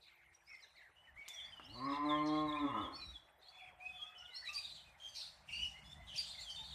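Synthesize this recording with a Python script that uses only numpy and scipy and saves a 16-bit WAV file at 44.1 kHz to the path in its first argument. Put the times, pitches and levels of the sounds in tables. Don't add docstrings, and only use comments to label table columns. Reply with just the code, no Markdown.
import sys
import numpy as np
from scipy import signal
from scipy.io import wavfile
from scipy.ndimage import uniform_filter1d, map_coordinates

SR = 44100
rng = np.random.default_rng(int(sys.argv[2]) if len(sys.argv) > 2 else 0)


def dump_mix(stems):
    frames = np.atleast_2d(stems).T
    limited = np.clip(frames, -1, 1)
    pcm = np.round(limited * 32767).astype(np.int16)
    wavfile.write(sys.argv[1], SR, pcm)


N = 297234

NEAR_FROM_S = 4.45


def amp(db):
    return 10 ** (np.asarray(db) / 20)


def evened(x):
    return x / np.sqrt(np.mean(x ** 2) + 1e-20)


def read(points, hz):
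    f, value = np.transpose(points)
    return np.interp(np.log(hz + 1), np.log(f + 1), value)


def along(rows):
    s, *columns = np.transpose(rows)
    t = np.arange(s[0], s[-1], 1 / SR)
    return [t] + [np.interp(t, s, c) for c in columns]


def level(rows):
    return amp(np.interp(np.arange(N) / SR, *np.transpose(rows)))


def add(mix, s, sound):
    part = mix[max(round(s * SR), 0):][:len(sound)]
    part += sound[:len(part)]


def drift(length, hz):
    knots = rng.standard_normal(400)
    at = np.arange(0, length + 8, 8)
    curve = map_coordinates(knots, [at * hz / SR % 399], order=3)
    return np.interp(np.arange(length), at, curve)


def sine(hz):
    return np.sin(2 * np.pi * np.cumsum(hz) / SR)


# (frequency [Hz], likeness [0-1])
STEREO_LIKENESS = [(4000, 1), (6000, 0.99), (9000, 0.46), (14000, 0.87)]


def noise(tone, size, patchy_db):
    frames, hz = 4 * N // size + 5, np.fft.rfftfreq(size, 1 / SR)
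    a, b, c, d, patches = rng.standard_normal((frames, len(hz), 5)).T
    patches = uniform_filter1d(patches, 8, 0)
    patches = evened(uniform_filter1d(patches, 10, 1))
    same = np.clip(read(STEREO_LIKENESS, hz), 0, 1)[:, None]
    left = a + 1j * b
    right = same * left + np.sqrt(1 - same ** 2) * (c + 1j * d)
    z = np.array([left, right]) * amp(read(tone, hz)[:, None] + patchy_db * patches)
    return evened(signal.istft(z, nperseg=size, noverlap=3 * size // 4)[1][:, :N])


# (frequency [Hz], relative level [dB per Hz])
AIR_TONE = [(100, -31.5), (150, -41.5), (390, 4.5), (730, -5), (1400, 4.5), (3100, 1.5), (4700, -58.5),
            (9000, -10), (10500, -16.5), (14200, -16)]
AIR_DB = -75


def air():
    return amp(AIR_DB) * noise(AIR_TONE, 512, 7.7)


# (time [s], level [dB])
MURMUR_LEVEL = [(0, -80), (.7, -78.5), (1.5, -69), (3.3, -72.5), (3.6, -71), (5.5, -70), (6.74, -67)]
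# (frequency [Hz], relative level [dB per Hz])
MURMUR_TONE = [(200, -36), (450, -20.5), (600, 0), (800, 2), (1200, -6), (2000, -5), (4000, -40.5)]


def murmur():
    return level(MURMUR_LEVEL) * noise(MURMUR_TONE, 1024, 1.5)[0]


# (time [s], level [dB])
GUSTS = [(0, -74), (.1, -84.5), (1.05, -80), (1.19, -70), (1.3, -88), (1.7, -67.5), (2.3, -68), (2.95, -64),
         (3.13, -72), (3.23, -82), (3.5, -84), (3.9, -67), (4.1, -82), (4.75, -69), (5, -79), (5.5, -71),
         (5.72, -72), (5.87, -64), (6.35, -68.5), (6.74, -62)]
# (frequency [Hz], relative level [dB per Hz])
WIND_TONE = [(15, -43.5), (35, -31), (50, -10), (63, 4), (85, -9), (120, -6), (200, -12.5), (320, -25),
             (500, -62)]


def wind():
    lumps = amp(4.2 * drift(N, 12))
    return level(GUSTS) * lumps * noise(WIND_TONE, 2048, 0.5)[0]


# (time [s], level [dB])
HUM_LEVEL = [(0, -95), (5.2, -87.5), (5.6, -72), (6.3, -72), (6.45, -94), (6.74, -61.5)]
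# (frequency [Hz], level against the common one [dB])
HUM_LINES = [(61, 2), (152, 0), (196, -6)]


def hum():
    lines = np.zeros(N)
    for hz, db in HUM_LINES:
        waver = amp(db + 2.24 * drift(N, 3.4))
        lines += waver * sine(hz + 1.486 * drift(N, 0.26))
    return level(HUM_LEVEL) * lines


# (frequency [Hz], peak level [dB]), both before their wander
THIN_HUM = (340, -91)


def thin_hum():
    hz, db = THIN_HUM
    return amp(db + 3 * drift(N, 4)) * sine(hz + 4 * drift(N, 6))


def leaves(call, smear_db, near_t60=0.045, far_t60=0.5):
    t = np.arange(16000) / SR
    decay = amp(-60 * t / near_t60) + amp(-7.5 - 60 * t / far_t60)
    smear = rng.standard_normal(16000) * decay
    smear *= amp(smear_db) / np.linalg.norm(smear)
    smear[0] = 1
    return signal.fftconvolve(call, smear)


OVERTONES_DB = [-21, -35]
FAR_OVERTONES_DB = -10


def whistle(hz, flutter, jitter, dull_db):
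    turns = np.cumsum(hz * (1 + jitter * drift(len(hz), 400.7))) / SR
    tone = np.sin(2 * np.pi * turns)
    for k, db in enumerate(OVERTONES_DB, start=2):
        tone += amp(db + dull_db) * np.sin(2 * np.pi * k * turns)
    return np.sqrt(2) * tone * (1 + flutter * drift(len(hz), 60.9))


SWELL_DB, FADE_DB = 23.5, 16.5


def note(length, first_hz, middle_hz, last_hz, db, peak, flutter, jitter, dull_db):
    t = np.arange(0, length, 1 / SR)
    u = t / length
    bend_hz = middle_hz - (first_hz + last_hz) / 2
    hz = first_hz + (last_hz - first_hz) * u + bend_hz * np.sin(np.pi * u)
    level_db = db - SWELL_DB * np.maximum(peak - u, 0) - FADE_DB * np.maximum(u - peak, 0)
    edges = np.clip(np.minimum(t / 0.00059, (length - t) / 0.014), 0, 1)
    return amp(level_db) * whistle(hz, flutter, jitter, dull_db) * edges


# (start [s], length [s], first pitch [Hz], middle pitch [Hz], last pitch [Hz],
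# level at the peak [dB], place of the peak [0-1])
WHISTLED_NOTES = [(0.342, 0.015, 5520, 5760, 5560, -56.5, 0.58),
                  (0.418, 0.013, 1930, 1690, 1550, -56.5, 0.75),
                  (0.448, 0.059, 4420, 5090, 5480, -61.5, 0.96), (0.497, 0.11, 5490, 5385, 5340, -65, 0),
                  (0.476, 0.093, 2234, 2175, 1970, -56, 0.53), (.48, 0.098, 2416, 2540, 2410, -64, 0.3),
                  (0.587, 0.057, 4380, 5150, 6480, -64, 1), (0.618, 0.063, 4410, 3660, 3330, -64, 0.17),
                  (0.636, 0.019, 1930, 1720, 1490, -55, 0.87), (0.759, 0.05, 4550, 3900, 3580, -65.5, 0.24),
                  (0.956, 0.18, 2880, 2987, 2820, -70, 0.1), (1.071, 0.052, 2030, 1770, 1690, -59.5, 0),
                  (1.159, 0.057, 1916, 2250, 2180, -57, 0.52),
                  (1.206, 0.089, 2200, 2293, 2370, -55.5, 0.12),
                  (1.253, 0.12, 3560, 3500, 3525, -53.5, 0.65),
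                  (1.352, 0.056, 3430, 3325, 3080, -48.5, 0.55), (1.26, 0.018, 4420, 4050, 3700, -58, 0.4),
                  (1.33, 0.04, 5320, 5820, 5870, -61, 0.4), (1.399, 0.13, 3525, 3400, 3430, -57, 0.25),
                  (1.442, 0.036, 4250, 4600, 4900, -66, 0.76), (1.483, 0.16, 4940, 4920, 4950, -73, 0.12),
                  (1.522, 0.11, 3143, 2966, 2680, -56.5, 0.3), (1.625, 0.036, 3940, 3450, 2880, -68, 0.64),
                  (1.64, 0.034, 4840, 5320, 5600, -64.5, 0.5), (1.655, 0.12, 2784, 2900, 2820, -61.5, 0.28),
                  (1.685, 0.053, 3780, 4320, 4630, -61, 0.6), (1.729, 0.14, 4430, 4580, 4750, -59, 0.2),
                  (1.744, 0.09, 4220, 3980, 4110, -55.5, 0.34), (1.789, 0.12, 4490, 4155, 3820, -58, 0.6),
                  (1.843, 0.16, 4920, 5110, 4870, -60, 0.3), (1.915, 0.06, 2680, 2740, 2600, -54.5, 0.53),
                  (2.03, 0.089, 4400, 3920, 3290, -44.5, 0.99),
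                  (2.108, 0.09, 3550, 3280, 2930, -49.5, 0.48), (2.173, 0.15, 4240, 4178, 4240, -55, 0.58),
                  (2.501, 0.086, 2065, 2315, 2469, -54, 0.78), (2.68, 0.18, 2750, 2900, 3110, -60, 0.46),
                  (2.354, 0.022, 4080, 4550, 4250, -53, 0.5), (2.279, 0.14, 3290, 3315, 3346, -55, 0.33),
                  (2.349, 0.066, 3370, 3420, 3380, -52, 0.55),
                  (2.452, 0.061, 3830, 3867, 3470, -52.5, 0.68),
                  (2.524, 0.022, 3560, 3360, 3380, -48.5, 0.16),
                  (2.538, 0.053, 3450, 3710, 3800, -56.5, 0.25),
                  (2.587, 0.067, 4034, 3550, 3530, -54, 0.18),
                  (2.635, 0.095, 3480, 3410, 3340, -55.5, 0.11),
                  (2.673, 0.042, 3580, 3475, 3240, -47, 0.62),
                  (2.716, 0.039, 3460, 3640, 3652, -60.5, 0.57), (2.746, 0.07, 3520, 3430, 3620, -56, 0.53),
                  (2.813, 0.075, 3580, 3394, 3140, -50.5, 0.34), (2.921, 0.1, 4150, 4460, 4040, -53, 0.49),
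                  (3.002, 0.13, 4150, 3900, 3810, -54, 0.28), (3.114, 0.081, 3770, 3450, 3060, -56, 0.59),
                  (2.954, 0.16, 5340, 5460, 5680, -61.5, 0.03), (2.96, 0.082, 2607, 2450, 2499, -61, 0.25),
                  (3.025, 0.025, 2610, 2354, 2647, -57, 0.16), (3.388, 0.023, 3860, 3990, 3990, -78, 0.3),
                  (3.443, 0.064, 4130, 4190, 4800, -59.5, 0.75),
                  (3.458, 0.26, 3300, 3423, 3157, -62.5, 0.42), (3.8, 0.12, 2350, 2535, 2492, -49.5, 0.59),
                  (4.046, 0.13, 2550, 2580, 2450, -64, 0.5), (3.865, 0.18, 3430, 3464, 3240, -53, 0.9),
                  (4.028, 0.087, 3310, 3424, 3360, -59, 0.3), (3.916, 0.17, 3120, 3130, 2900, -68, 0.36),
                  (3.986, 0.28, 1194, 1281, 1282, -67.5, 0.07), (4.15, 0.086, 3000, 2988, 2720, -53, 0.46),
                  (4.24, 0.15, 2920, 2900, 2740, -62, 0.26), (4.161, 0.31, 1365, 1478, 1546, -69.5, 0.23),
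                  (4.179, 0.026, 5350, 5460, 6430, -52, 0.9), (4.249, 0.021, 3660, 3360, 2950, -43.5, 0.95),
                  (4.278, 0.18, 2220, 1980, 1950, -63.5, 0.26), (4.305, 0.063, 3770, 4035, 4630, -55, 0.59),
                  (4.354, 0.03, 5060, 5490, 5570, -52, 0.4), (4.363, 0.1, 4190, 4500, 4430, -52, 0),
                  (4.44, 0.093, 4220, 3830, 3580, -53, 0.4), (4.485, 0.096, 1190, 1198, 1143, -53.5, 0.52),
                  (4.459, 0.032, 2465, 2300, 2250, -47, 0.3), (4.484, 0.065, 2510, 2680, 2790, -47.5, 0.14),
                  (4.546, 0.054, 2630, 2520, 2590, -52.5, 0.7),
                  (4.534, 0.09, 4490, 4713, 4830, -45.5, 0.34),
                  (4.565, 0.088, 3894, 3820, 3700, -57.5, 0.2),
                  (4.637, 0.036, 3600, 3800, 3320, -42.5, 0.48), (4.67, 0.046, 4240, 4240, 4030, -52, 0.35),
                  (4.71, 0.037, 4020, 3910, 3600, -54, 0.3), (4.785, 0.044, 3270, 3050, 2950, -65, 0.3),
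                  (5, 0.12, 3180, 3208, 3370, -52.5, 0.4), (5.008, 0.17, 6730, 6220, 6240, -68.5, 0.5),
                  (5.049, 0.14, 4940, 4660, 4780, -62.5, 0.5), (4.728, 0.032, 7640, 7660, 7650, -60, 0.8),
                  (4.856, 0.12, 2550, 2416, 2380, -66, 0.05), (5.012, 0.12, 3860, 3660, 3600, -72, 0.2),
                  (5.508, 0.063, 5320, 5900, 5600, -69, 0.5), (5.489, 0.11, 2780, 2840, 2860, -45, 0.53),
                  (5.585, 0.117, 2900, 2902, 2890, -45.5, 0.34), (5.718, 0.066, 2874, 2880, 3050, -62, 0.9),
                  (5.526, 0.11, 4400, 4610, 4800, -56, 0.27), (5.622, 0.12, 4700, 5560, 5870, -63, 0.2),
                  (5.736, 0.076, 1935, 2130, 2080, -58, 0.63), (5.84, 0.1, 3453, 3480, 3660, -54, 0.63),
                  (5.844, 0.084, 5050, 5220, 5430, -66.5, 0.66),
                  (5.955, 0.098, 1860, 2060, 1975, -62.5, 0.45), (5.988, 0.039, 720, 698, 625, -63.5, 0.55),
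                  (6.179, 0.047, 4650, 4652, 4880, -39, 0.45), (6.207, 0.12, 4260, 4250, 4020, -55, 0.65),
                  (6.349, 0.069, 2154, 2091, 1960, -53, 0.35), (6.396, 0.07, 6670, 7440, 7150, -60.5, 0.17),
                  (6.437, 0.075, 3450, 3273, 3050, -45, 0.97),
                  (6.494, 0.099, 3040, 3092, 2866, -46.5, 0.41),
                  (6.498, 0.1, 4700, 4520, 4450, -54.5, 0.14), (6.56, 0.13, 3620, 3640, 3810, -53, 0.22),
                  (6.653, 0.14, 3700, 3700, 3700, -54.5, 0.71), (6.578, 0.094, 940, 871, 900, -63, 0.4)]
TREMBLE_FAR, TREMBLE_NEAR = 0.012, 0.017


def whistled_notes():
    out = np.zeros(N)
    for s, *shape in WHISTLED_NOTES:
        near = s > NEAR_FROM_S
        jitter, dull_db = (TREMBLE_NEAR, 0) if near else (TREMBLE_FAR, FAR_OVERTONES_DB)
        call = note(*shape, flutter=0.5, jitter=jitter, dull_db=dull_db)
        add(out, s, leaves(call, -2.0))
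    return out


# (start [s], length [s], first pitch [Hz], middle pitch [Hz],
# last pitch [Hz], level at the peak [dB], place of the peak [0-1])
DOVE_COO = (3.47, .8, 745, 735, 722, -76, .4)


def dove():
    s, *shape = DOVE_COO
    coo = note(*shape, flutter=1.0, jitter=0.025, dull_db=FAR_OVERTONES_DB)
    uneven = amp(3.0 * drift(len(coo), 12))
    out = np.zeros(N)
    add(out, s, leaves(coo * uneven, 0.5))
    return out


# (start [s], end [s], top pitch at the start [Hz],
# bottom pitch at the start [Hz], bottom pitch at the end [Hz], mean chip rate [1/s], level [dB])
CHIP_TRILLS = [(0, 0.104, 5200, 3290, 3360, 74, -68.5), (.0, 0.35, 2800, 2300, 1796, 40, -68.5),
               (0.482, 0.637, 2700, 2060, 1830, 47, -65.5), (0.739, 0.898, 2400, 1954, 1604, 44, -65),
               (0.634, 0.867, 4450, 3740, 3560, 63, -78), (0.533, 0.568, 6800, 3670, 3450, 56, -69.5),
               (1.605, 1.686, 3900, 2730, 2940, 54, -60.5), (2.254, 2.448, 4700, 3540, 3870, 66, -57),
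               (1.19, 1.567, 2600, 2033, 1750, 84, -62.5), (1.882, 1.987, 4670, 3450, 3424, 69, -56),
               (2.256, 2.296, 7150, 4500, 4445, 49, -58), (3.404, 3.517, 4520, 3400, 4080, 77, -67.5),
               (3.509, 3.613, 2550, 2000, 2710, 73, -66), (3.573, 3.718, 2950, 2556, 1887, 63, -60.5),
               (4.186, 4.235, 5970, 5210, 5530, 59, -70), (4.411, 4.496, 2280, 1685, 2210, 51.5, -57),
               (4.525, 4.564, 7200, 4780, 4370, 170, -56.5), (4.579, 4.861, 4700, 3310, 3510, 90, -60),
               (5.139, 5.25, 6300, 4090, 3710, 110, -50.5), (5.174, 5.317, 5000, 3680, 3760, 87, -55.5),
               (5.466, 5.697, 3000, 2267, 2710, 120, -53.5), (6.06, 6.196, 3800, 3210, 2650, 113, -54),
               (6.112, 6.393, 4807, 2937, 3580, 126, -53), (6.155, 6.193, 7300, 4400, 4450, 76, -48.5),
               (6.367, 6.456, 4900, 3780, 3576, 92, -54), (6.497, 6.53, 6500, 4480, 4500, 93, -56.5),
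               (6.622, 6.753, 4870, 3720, 3290, 76, -57), (6.251, 6.314, 8600, 7100, 7300, 62, -62.5)]
RASP = .03


def trills():
    out = np.zeros(N)
    for s, end, top_hz, low_hz, last_hz, rate, db in CHIP_TRILLS:
        near = s > NEAR_FROM_S
        t = np.arange(0, end - s, 1 / SR)
        chip = np.cumsum(rate * (1 + .35 * drift(len(t), 40))) / SR % 1
        bottom = np.linspace(low_hz, last_hz, len(t))
        reach = (top_hz - bottom) * np.linspace(1, .5, len(t))
        hz = bottom * (1 + 0.0295 * drift(len(t), 49.87))
        hz += reach * (1 - chip) ** 1.5
        beat = np.sin(np.pi * chip) ** (.15 if near else .5)
        beat *= signal.windows.tukey(len(t), .45)
        dull_db = 0 if near else FAR_OVERTONES_DB
        call = whistle(hz, flutter=0.18, jitter=RASP * (1 + near), dull_db=dull_db)
        add(out, s, leaves(amp(db) * call * beat, -1.6))
    return out


# (frequency [Hz], relative level [dB per Hz])
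FIZZ_TONE = [(1500, -24), (2500, 1.5), (5000, -2.5), (7000, -4), (9200, -3.5), (10200, -13.5),
             (14200, -17.5)]
FIZZ_DB, NEAR_FIZZ_DB = -13, 5.5
FIZZ_PIVOT_DB, FIZZ_FOLLOW = -50, .6


def fizz(song):
    shrill = signal.lfilter([1, -.8], [1], song)
    shrill = signal.lfilter([1, -.9], [1], shrill)
    loudness = np.sqrt(abs(uniform_filter1d(shrill ** 2, size=1800)))
    near = np.arange(N) / SR > NEAR_FROM_S
    pivot = amp(FIZZ_PIVOT_DB)
    swell = pivot * (loudness / pivot) ** FIZZ_FOLLOW
    return amp(FIZZ_DB + NEAR_FIZZ_DB * near) * swell * noise(FIZZ_TONE, 512, 3.2)


# (time [s], starting level of the decay [dB], ring pitch [Hz], ring t60 [s])
DRY_TICKS = [(1.281, -30.5, 3570, 0.0014), (1.2855, -23, 6700, 0.00089), (1.597, -40.5, 1190, 0.0064),
             (1.6, -45, 1380, 0.0061)]


def ticks():
    out, t = np.zeros(N), np.arange(900) / SR
    for s, db, hz, t60 in DRY_TICKS:
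        crackle = 0.11 * np.diff(rng.standard_normal(901)) * (hz / 5000)
        ring = np.sin(2 * np.pi * hz * t) + crackle
        onset = np.minimum(t / 0.00011, 1)
        add(out, s, leaves(amp(db - 60 * t / t60) * ring * onset, -0.45))
    return out


# (frequency [Hz], t60 [s])
YARD_DECAY = [(200, 0.75), (1000, 0.4), (3000, 1), (8000, 0.14)]
BASS_ECHO = .15


def yard(voice):
    thin = signal.lfilter(*signal.butter(2, 500, "high", fs=SR), voice)
    taps = np.zeros(SR)
    at = np.arange(400, SR - 20, 20)
    taps[at + rng.integers(0, 20, len(at))] = rng.choice([-1., 1.], len(at))
    hz, t, z = signal.stft(taps, SR, nperseg=256)
    decay = amp(-60 * t / read(YARD_DECAY, hz)[:, None])
    tail = signal.istft(z * decay, SR, nperseg=256)[1]
    thrown = amp(-2.0) * thin + BASS_ECHO * voice
    return signal.fftconvolve(thrown, tail / np.linalg.norm(tail))[:N]


def modes(table, hz):
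    slow_hz = hz[::16]
    gain = sum(amp(db) / np.square(1 + 2j * (slow_hz - f) / w) for f, w, db in table)
    return np.repeat(gain, 16)[:len(hz)]


# (time [s], pitch [Hz], effort [dB], mouth ring [dB], chest [dB])
MOO_COURSE = [(1.58, 70.2, -68, -13, -37), (1.68, 89.8, -66.5, -45, 0), (1.76, 118.4, -52.5, -3, -9.5),
              (1.866, 139.2, -44.5, 6.5, -11.5), (1.93, 143, -41, 3, -40), (1.975, 145.4, -55, 15, -16),
              (2.045, 148.2, -38.5, -2, -25.5), (2.11, 149.8, -38, 8, -18.5), (2.2, 151.4, -40.5, -3, -12),
              (2.27, 152.8, -35.5, -14, -18.5), (2.34, 152.8, -34, -5.5, -20),
              (2.45, 151.4, -37, -8, -15.5), (2.49, 150.7, -45, 7, -13), (2.58, 147, -48.5, 5, -19),
              (2.655, 141.5, -33.5, -7.5, -33), (2.7, 130.3, -55.5, 13.5, 3), (2.77, 108.6, -38, -2.5, -26),
              (2.84, 88.8, -52.5, 0.5, -1), (2.91, 71.75, -55.5, -15.5, -38), (2.99, 63.5, -80, 3, 10),
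              (3.14, 60.6, -84.5, -13, 24.5), (3.2, 59.7, -100, 7, 26)]
# (frequency [Hz], width [Hz], gain [dB])
THROAT = [(282, 75, -1), (455, 80, -16), (620, 130, -13.5), (790, 200, -14)]
MOUTH = [(1060, 100, -3), (910, 120, -13), (1500, 300, -32), (1850, 200, -25), (2090, 150, -23)]
# (frequency [Hz], width [Hz], gain [dB])
SLACK_RING = [(1253, 52, -1)]
FIRM_HZ, ROUGH_FIRM = 158.9, 0.054
ROUGH_RISING, ROUGH_FALLING = 0.9, 1.697
SHIMMER_DB = 3.5


def cow():
    t, hz, effort_db, mouth_db, chest_db = along(MOO_COURSE)
    rising = t < t[np.argmax(hz)]
    slack = np.where(rising, ROUGH_RISING, ROUGH_FALLING) * (1 - hz / FIRM_HZ)
    rough = np.clip(ROUGH_FIRM + slack, 0, 1)
    turns = np.cumsum(hz * (1 + 0.045 * rough * drift(len(t), 59.9))) / SR
    voice = amp(chest_db) * np.cos(2 * np.pi * turns)
    opening = amp(mouth_db + SHIMMER_DB * rough * drift(len(t), 69.87))
    for k in range(2, 32):
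        mouth = modes(MOUTH, k * hz) + rough * modes(SLACK_RING, k * hz)
        gain = modes(THROAT, k * hz) + opening * mouth
        blur = 0.06 * rough ** 1.5 * k
        phase = 2 * np.pi * k * turns + blur * drift(len(t), 120)
        waver = amp(min(.25 * (k - 2), 1.5) * drift(len(t), 8))
        voice += waver * (gain * np.exp(1j * phase)).real
    out = np.zeros(N)
    add(out, t[0], np.sqrt(2) * amp(effort_db) * voice * signal.windows.tukey(len(t), .05))
    return out


def scene():
    background = air() + murmur() + wind() + hum() + thin_hum()
    song = whistled_notes() + dove() + trills()
    moo = cow()
    return background + song + fizz(song) + ticks() + moo + yard(moo)


EDGE_HZ = 14300


def record(dry):
    low_pass = signal.firwin(511, EDGE_HZ, window=("kaiser", 9), fs=SR)
    return signal.oaconvolve(dry, low_pass[None], "same")


dry = scene()
out = record(dry)
dump_mix(out)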